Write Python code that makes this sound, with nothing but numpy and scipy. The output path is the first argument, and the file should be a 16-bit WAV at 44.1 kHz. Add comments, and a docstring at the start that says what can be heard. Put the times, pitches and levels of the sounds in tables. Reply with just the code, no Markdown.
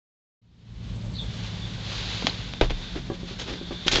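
"""Outdoor rumble and hiss fade in around an old vehicle, with a far engine slowly sinking in pitch.
The driver shuffles and a few faint birds chirp. Denim rustles by friction as a boot swings in and
lands on the pedal: the impact clacks, the rubber sole squeaks and the linkage rings in its modes.
The boot presses down, the floor pan booms, and the sole scrapes over the pedal and off in a clatter."""
import sys
import numpy as np
from scipy import signal
from scipy.fft import rfft, irfft
from scipy.io import wavfile

SR = 44100
rng = np.random.default_rng(int(sys.argv[2]) if len(sys.argv) > 2 else 0)


def generate_wav(signal):
    """Clip the signal to [-1, 1] and save it as 16-bit WAV at the path in sys.argv[1]."""
    frames = np.transpose(np.atleast_2d(signal))
    scaled = np.clip(frames, -1, 1) * 32767
    pcm = np.round(scaled).astype(np.int16)
    wavfile.write(sys.argv[1], SR, pcm)


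N = 176400
T = np.arange(N) / SR

# far engine: (time [s], fundamental [Hz], level [dB])
ENGINE_COURSE = [(.5, 56.6, -36), (1.0, 55.4, -36), (1.5, 53.8, -39), (2.0, 52.4, -40.5), (2.5, 51.5, -44),
                 (3.0, 50, -56.5), (4.0, 49, -53.5)]
# its partials: (frequency ratio [1], relative level [dB])
ENGINE_PARTIALS = [(1, -7.5), (1.39, -10.5), (2, 0.5), (2.13, -18), (2.55, -17.5), (3, -9.5), (3.39, -14.5),
                   (3.9, -16), (5, -30.5), (6, -28)]
# outdoor rumble: (frequency [Hz], relative density [dB]) and (time [s], level [dB])
RUMBLE_SPECTRUM = [(10, -32), (20, -15.5), (32, -8), (48, 9.5), (65, 1.5), (88, -8.5), (125, 5),
                   (160, -5.5), (240, -5), (320, -15.5), (450, -17), (560, -23), (700, -28), (1000, -26.5),
                   (3000, -43.5)]
RUMBLE_LEVEL = [(.5, -37), (.95, -39.5), (1.6, -38), (2.2, -38), (2.6, -39), (3.0, -38), (3.6, -39.5),
                (4, -40)]
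# outdoor hiss: (frequency [Hz], relative density [dB]) and (time [s], level [dB])
HISS_SPECTRUM = [(100, -20), (400, -1), (800, -1.5), (1250, -4), (1600, -3), (2000, -1.5), (2800, -1),
                 (3200, 2), (3600, 1.5), (4200, -0.5), (5200, -6.5), (7000, -12.5), (8000, -29)]
HISS_LEVEL = [(.5, -49), (1.08, -52), (1.25, -47), (1.45, -41), (1.6, -44), (1.8, -44), (2.5, -44),
              (2.72, -46), (2.86, -42), (3.05, -46.5), (3.22, -47), (3.6, -47), (3.82, -44.5), (4, -32.5)]
# bands in the hiss: (centre [Hz], width [Hz], gain [dB]) and (time [s], level [dB])
SINGING_BANDS = [(1540, 170, -2.5), (3396, 230, -4.5), (3580, 130, 0), (3805, 660, -2), (4560, 290, -9)]
SINGING_LEVEL = [(.5, -68), (1.1, -64), (1.3, -50), (2.5, -48), (2.72, -49), (2.87, -42), (3.1, -59),
                 (3.4, -49), (3.65, -45.5), (3.85, -42)]
# shuffling: (frequency [Hz], relative density [dB])
SHUFFLE_SPECTRUM = [(100, -18.5), (250, -4), (400, -3), (570, 4), (700, -12), (1000, -7.5), (1600, -21.5),
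                    (5000, -21)]
# bird chirps: (time [s], duration [s], pitch [Hz], level [dB], bandwidth [Hz])
BIRD_CHIRPS = [(1.13, 0.08, 4170, -39.5, 420), (1.172, 0.065, 3524, -34, 170),
               (1.601, 0.065, 3520, -38.5, 120)]
# denim: (time [s], duration [s], level [dB]) and (frequency [Hz], relative density [dB])
DENIM_SWISHES = [(1.789, 0.79, -35), (3.264, 0.11, -42.5)]
DENIM_SPECTRUM = [(100, -10), (400, 1), (900, 0.5), (1600, 1), (2600, 4.5), (3700, 8.5), (4600, 4.5),
                  (5500, -4), (7000, -7.5), (8000, -28)]
# boot on pedal: (time [s], snap peak [dB], tilt [dB/octave], relative rattle [dB], relative ring [dB])
PEDAL_CLACKS = [(2.224, -18.5, -5, 1, -29), (2.261, -26, 13.5, -14, -30), (2.269, -4.5, 4, -5, -30),
                (2.2699, -4.5, -2.5, -5.5, -30), (2.537, -18.5, -1, -19, -26), (2.612, -6, -4, 0, -22),
                (2.6133, -4.5, -7, -3.5, -25), (2.6158, -8, -3.5, 0.5, -30), (2.6987, -23.5, -2.5, 10, -26),
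                (2.706, -22, -1.5, 1, -16), (3.398, -26, 3.5, 0, -27), (3.8816, -6.5, 5.5, -2, -11),
                (3.8852, -14, 3, -0.5, -20), (3.917, -19, 15, 7, -32), (3.934, -11, 2, -3, -25),
                (3.958, -13.5, 4, 3, -9.5), (3.9635, -16.5, -7.5, 0.5, -16), (3.985, -15.5, -3, -12, -17)]
# snap of that contact: (frequency [Hz], gain [dB])
CLACK_SPECTRUM = [(60, -32), (250, 1), (700, 5.5), (1100, 1), (1600, -0.5), (2400, 6), (3000, 4.5),
                  (3600, 4.5), (4400, 1), (5500, -7.5), (7000, -12), (8200, -49), (12000, -49.5)]
# steel pedal: (frequency [Hz], level [dB], T60 [s])
PEDAL_MODES = [(1500, -10.5, 0.071), (1541, -9.5, 0.091), (1814, -11.5, 0.14), (2335, -17, .05),
               (2470, -4.5, 0.023), (3010, 2, .015), (3267, 6, 0.031), (3590, 0.5, 0.025),
               (3830, -9, 0.038), (4800, -0.5, 0.015)]
# rubber stutter and squeak: (peak time [s], duration [s], pitch [Hz], level [dB])
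SOLE_SQUEAKS = [(2.249, 0.0075, 235.4, -19.5), (2.2984, 0.0054, 4100, -22.5)]
# blows to the linkage: (time [s], level [dB], contact time [s])
LINKAGE_KNOCKS = [(2.27, -24.5, 0.0011), (2.6125, -15.5, 0.001), (2.962, -32, 0.0007),
                  (3.1008, -21, 0.00041), (3.118, -24, 0.00063), (3.232, -25.5, 0.0015),
                  (3.311, -33, 0.00044), (3.484, -34.5, 0.0003), (3.516, -29.5, 0.00048),
                  (3.613, -25, 0.0013), (3.709, -25, 0.00036), (3.864, -23, .001), (3.881, -24, 0.00089),
                  (3.932, -20.5, 0.00049), (3.986, -21.5, 0.00095)]
# pedal linkage: (frequency [Hz], level [dB], T60 [s])
LINKAGE_MODES = [(174, -18.5, 0.43), (269.5, -10.5, .13), (341.3, -6, .12), (384.5, -3.5, 0.1),
                 (456, -15, 0.054), (550, -11, 0.13), (769, -10, 0.051), (991, -22, 0.29), (1151, -13, 0.1),
                 (1640, -14, 0.083)]
# thumps on the floor: (time [s], level [dB], share of T60 [1])
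FLOOR_THUMPS = [(2.6171, -17.5, 1), (2.703, -24, .8), (3.877, -31, 0.71), (3.944, -27, 1)]
# floor pan: (frequency [Hz], level [dB], full T60 [s])
FLOOR_MODES = [(32.1, 0.5, 0.56), (55, -1.5, 0.18), (118.8, -6, 0.38), (302, -11, 0.14)]
# sole on pedal: (time [s], duration [s], level [dB], tilt [dB/octave])
SOLE_SCRAPES = [(2.626, 0.056, -34, -3), (2.702, 0.027, -32, -4.5), (2.949, 0.054, -33, -4.5),
                (3.382, 0.082, -34, -0.5), (3.456, 0.15, -34.5, -3), (3.707, 0.055, -36, -5),
                (3.863, 0.045, -26.5, 0), (3.91, 0.066, -22.5, 1), (3.937, 0.11, -23, -1)]
# its friction noise: (frequency [Hz], relative density [dB])
SOLE_SPECTRUM = [(50, -4), (130, -9), (350, 4), (700, -3), (1100, -5), (1700, -1.5), (2600, -0.5),
                 (3500, 4.5), (5000, -2), (6800, -8), (8000, -22)]


def amp(db):
    """Amplitude ratio of a level in decibels."""
    return 10 ** (np.asarray(db) / 20)


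def unit(x):
    """Normalisation to unit rms."""
    return x / np.sqrt(np.mean(x ** 2) + 1e-20)


def curve(points):
    """Linear interpolation of (time, value) points over the scene."""
    return np.interp(T, *np.transpose(points))


def response(points, size, tilt_db=0):
    """Magnitude response on FFT bins, tilted per octave between 256 and 8192 Hz."""
    octave = np.log2(np.fft.rfftfreq(size, 1 / SR) + 1)
    hz, db = np.transpose(points)
    tilt = tilt_db * (np.clip(octave, 8, 13) - 11)
    return amp(np.interp(octave, np.log2(hz), db) + tilt)


def colour(x, points, tilt_db=0):
    """Filtering by multiplication of spectra, at unit rms."""
    return unit(irfft(rfft(x) * response(points, len(x), tilt_db), len(x)))


def wander(rate_hz):
    """Random modulation: low-passed noise of unit rms."""
    rolloff = 1 + (np.fft.rfftfreq(N, 1 / SR) / rate_hz) ** 4
    return unit(irfft(rfft(rng.standard_normal(N)) / rolloff, N))


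def phase(hz):
    """Phase as the integral of frequency."""
    return 2 * np.pi * np.cumsum(hz) / SR


def add(mix, start, sound):
    """Superposition of a sound from a start time on."""
    part = mix[round(start * SR):][:len(sound)]
    part += sound[:len(part)]


def stroke(start, length, rise, fall):
    """Trapezoidal envelope of a rub; rise and fall are shares of its length."""
    progress = (T - start) / length
    return np.clip(progress / rise, 0, 1) * np.clip((1 - progress) / fall, 0, 1)


def ring(modes, t60_share=1, detune=0):
    """Free vibration after a blow: a sum of exponentially damped modes."""
    out, t = np.zeros(SR), T[:SR]
    for hz, db, t60 in modes:
        hz *= 1 + detune * rng.standard_normal()
        out += amp(db - 60 * t / (t60 * t60_share)) * np.sin(2 * np.pi * hz * t)
    return out


def far_engine(hum_hz=178, hum_db=-45.5, waver_rad=0.31, flutter_db=2.5):
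    """Partials sink with their fundamental beside a steady hum; all waver in level and phase."""
    times, hz, db = np.transpose(ENGINE_COURSE)
    fundamental = phase(np.interp(T, times, hz))
    level = np.interp(T, times, db)
    partials = [(ratio * fundamental, level + relative) for ratio, relative in ENGINE_PARTIALS]
    partials.append((2 * np.pi * hum_hz * T, hum_db))
    out = np.zeros(N)
    for angle, rms_db in partials:
        peak = np.sqrt(2) * amp(rms_db + flutter_db * wander(14))
        out += peak * np.sin(angle + waver_rad * wander(4))
    return out


def rumble():
    """Outdoor noise with its power concentrated at low frequencies."""
    return amp(curve(RUMBLE_LEVEL)) * colour(rng.standard_normal(N), RUMBLE_SPECTRUM)


def hiss(flutter_db=0.9):
    """Broadband outdoor noise under slight amplitude modulation."""
    envelope = amp(curve(HISS_LEVEL) + flutter_db * wander(30))
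    return envelope * colour(rng.standard_normal(N), HISS_SPECTRUM)


def singing():
    """Resonance: narrow bands of noise sing within the hiss."""
    hz = np.fft.rfftfreq(N, 1 / SR)
    gain = sum(amp(db) / (1 + ((hz - centre) / width) ** 2) ** 2 for centre, width, db in SINGING_BANDS)
    bands = unit(irfft(rfft(rng.standard_normal(N)) * gain, N))
    return amp(curve(SINGING_LEVEL)) * bands


def shuffle(level_db=-53, clump_db=5):
    """Friction makes dull, uneven scuffs as the driver shifts weight."""
    scuffs = rng.standard_normal(N) * amp(clump_db * np.clip(wander(14), -2, 2))
    envelope = stroke(start=0.876, length=1.52, rise=0.071, fall=0.071)
    return amp(level_db) * envelope * colour(scuffs, SHUFFLE_SPECTRUM)


def birds(fall_share=0.022, echo_s=0.03):
    """Falling chirps, blurred by distance into narrowband noise with an exponential tail."""
    out = np.zeros(N)
    for start, length, hz, db, width in BIRD_CHIRPS:
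        progress = np.clip((T - start) / length, 0, 1)
        angle = phase(hz * (1 + fall_share * (.5 - progress)))
        past_peak = T - start - length / 2
        envelope = np.where(past_peak < 0, np.sin(np.pi * progress) ** 2, amp(0) * np.exp(-abs(past_peak) / echo_s))
        out += amp(db) * envelope * (wander(width) * np.cos(angle) + wander(width) * np.sin(angle))
    return out


def denim(grain_db=1.0):
    """Sliding friction of the trouser leg gives grainy noise as the foot moves."""
    cloth = colour(rng.standard_normal(N) * amp(grain_db * wander(150)), DENIM_SPECTRUM)
    return cloth * sum(amp(db) * stroke(start, length, rise=0.17, fall=0.5)
                       for start, length, db in DENIM_SWISHES)


def pedal_clacks(size=8192, rattle_rise_s=.0008, rattle_t60_s=0.11):
    """A sharp impact excites the pedal's modes and rattles briefly in the footwell."""
    out, t = np.zeros(N), T[:size]
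    for start, db, tilt_db, rattle_db, ring_db in PEDAL_CLACKS:
        gain = response(CLACK_SPECTRUM, size, tilt_db)
        log_gain = np.log(np.r_[gain, gain[-2:0:-1]])
        # minimum phase packs the energy at the onset
        snap = np.fft.ifft(np.exp(np.conj(signal.hilbert(log_gain)))).real
        tail = rng.standard_normal(size) * amp(-60 * t / rattle_t60_s) * np.minimum(t / rattle_rise_s, 1)
        rattle = amp(rattle_db) * signal.fftconvolve(snap, tail / np.linalg.norm(tail))[:size]
        contact = (snap + rattle) / abs(snap).max()
        steel = amp(ring_db) * ring(PEDAL_MODES, detune=0.0032)[:size]
        add(out, start, -amp(db) * (contact + steel))
    return out


def sole_squeaks(jitter=0.078):
    """Stick-slip oscillation of rubber, brief and unsteady in pitch."""
    out = np.zeros(N)
    for peak_s, length, hz, db in SOLE_SQUEAKS:
        envelope = np.exp(-(2 * (T - peak_s) / length) ** 2)
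        out += amp(db) * envelope * np.sin(phase(hz * (1 + jitter * wander(590))))
    return out


def linkage_knocks():
    """Padded blows ring the linkage; a longer contact excites the high modes less."""
    out, t = np.zeros(N), T[:SR // 50]
    for start, db, contact_s in LINKAGE_KNOCKS:
        force = t * np.exp(-4 * t / contact_s)
        knock = signal.fftconvolve(ring(LINKAGE_MODES, detune=0.0091), force / force.sum())
        add(out, start, -amp(db) * knock)
    return out


def floor_thumps(rise_s=0.0034):
    """The weight of the foot excites the low plate modes of the floor pan."""
    out = np.zeros(N)
    onset = np.minimum(T[:SR] / rise_s, 1)
    for start, db, t60_share in FLOOR_THUMPS:
        add(out, start, amp(db) * onset * ring(FLOOR_MODES, t60_share))
    return out


def sole_scrapes(grains_per_s=4500, spread_db=0.5, noise_ratio=0.31, judder_db=1.5):
    """Stick-slip of grit between sole and ribbed pedal gives a random train of impulses."""
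    out = np.zeros(N)
    for start, length, db, tilt_db in SOLE_SCRAPES:
        slips = (rng.random(N) < grains_per_s / SR) * rng.choice([-1, 1], N)
        grit = slips * amp(spread_db * np.minimum(rng.exponential(1, N), 3))
        rub = (unit(grit) + noise_ratio * rng.standard_normal(N)) * amp(judder_db * wander(110))
        envelope = stroke(start, length, rise=0.18, fall=0.67)
        out += amp(db) * envelope * colour(rub, SOLE_SPECTRUM, tilt_db)
    return out


def scene():
    """Superposition of all sources in the footwell, in mono."""
    friction = shuffle() + denim() + sole_scrapes() + sole_squeaks()
    impacts = pedal_clacks() + linkage_knocks() + floor_thumps()
    outdoors = far_engine() + rumble() + hiss() + singing() + birds()
    return (outdoors + friction + impacts)[None]


def record(dry, start_s=.415, full_s=.88, fade_db=-28.5, ceiling=.88, cutoff_hz=8000):
    """Silence, then a fade-in; saturation rounds the loudest peaks and a low-pass limits the band."""
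    gate = np.clip((T - start_s) / 0.0087, 0, 1)
    fade = amp(fade_db * np.clip((full_s - T) / (full_s - start_s), 0, 1))
    saturated = dry / (1 + (dry / ceiling) ** 8) ** (1 / 8)
    low_pass = signal.firwin(181, cutoff_hz, window=("kaiser", 8), fs=SR)
    return signal.oaconvolve(saturated * gate * fade, low_pass[None], "same")


dry = scene()
out = record(dry)
generate_wav(out)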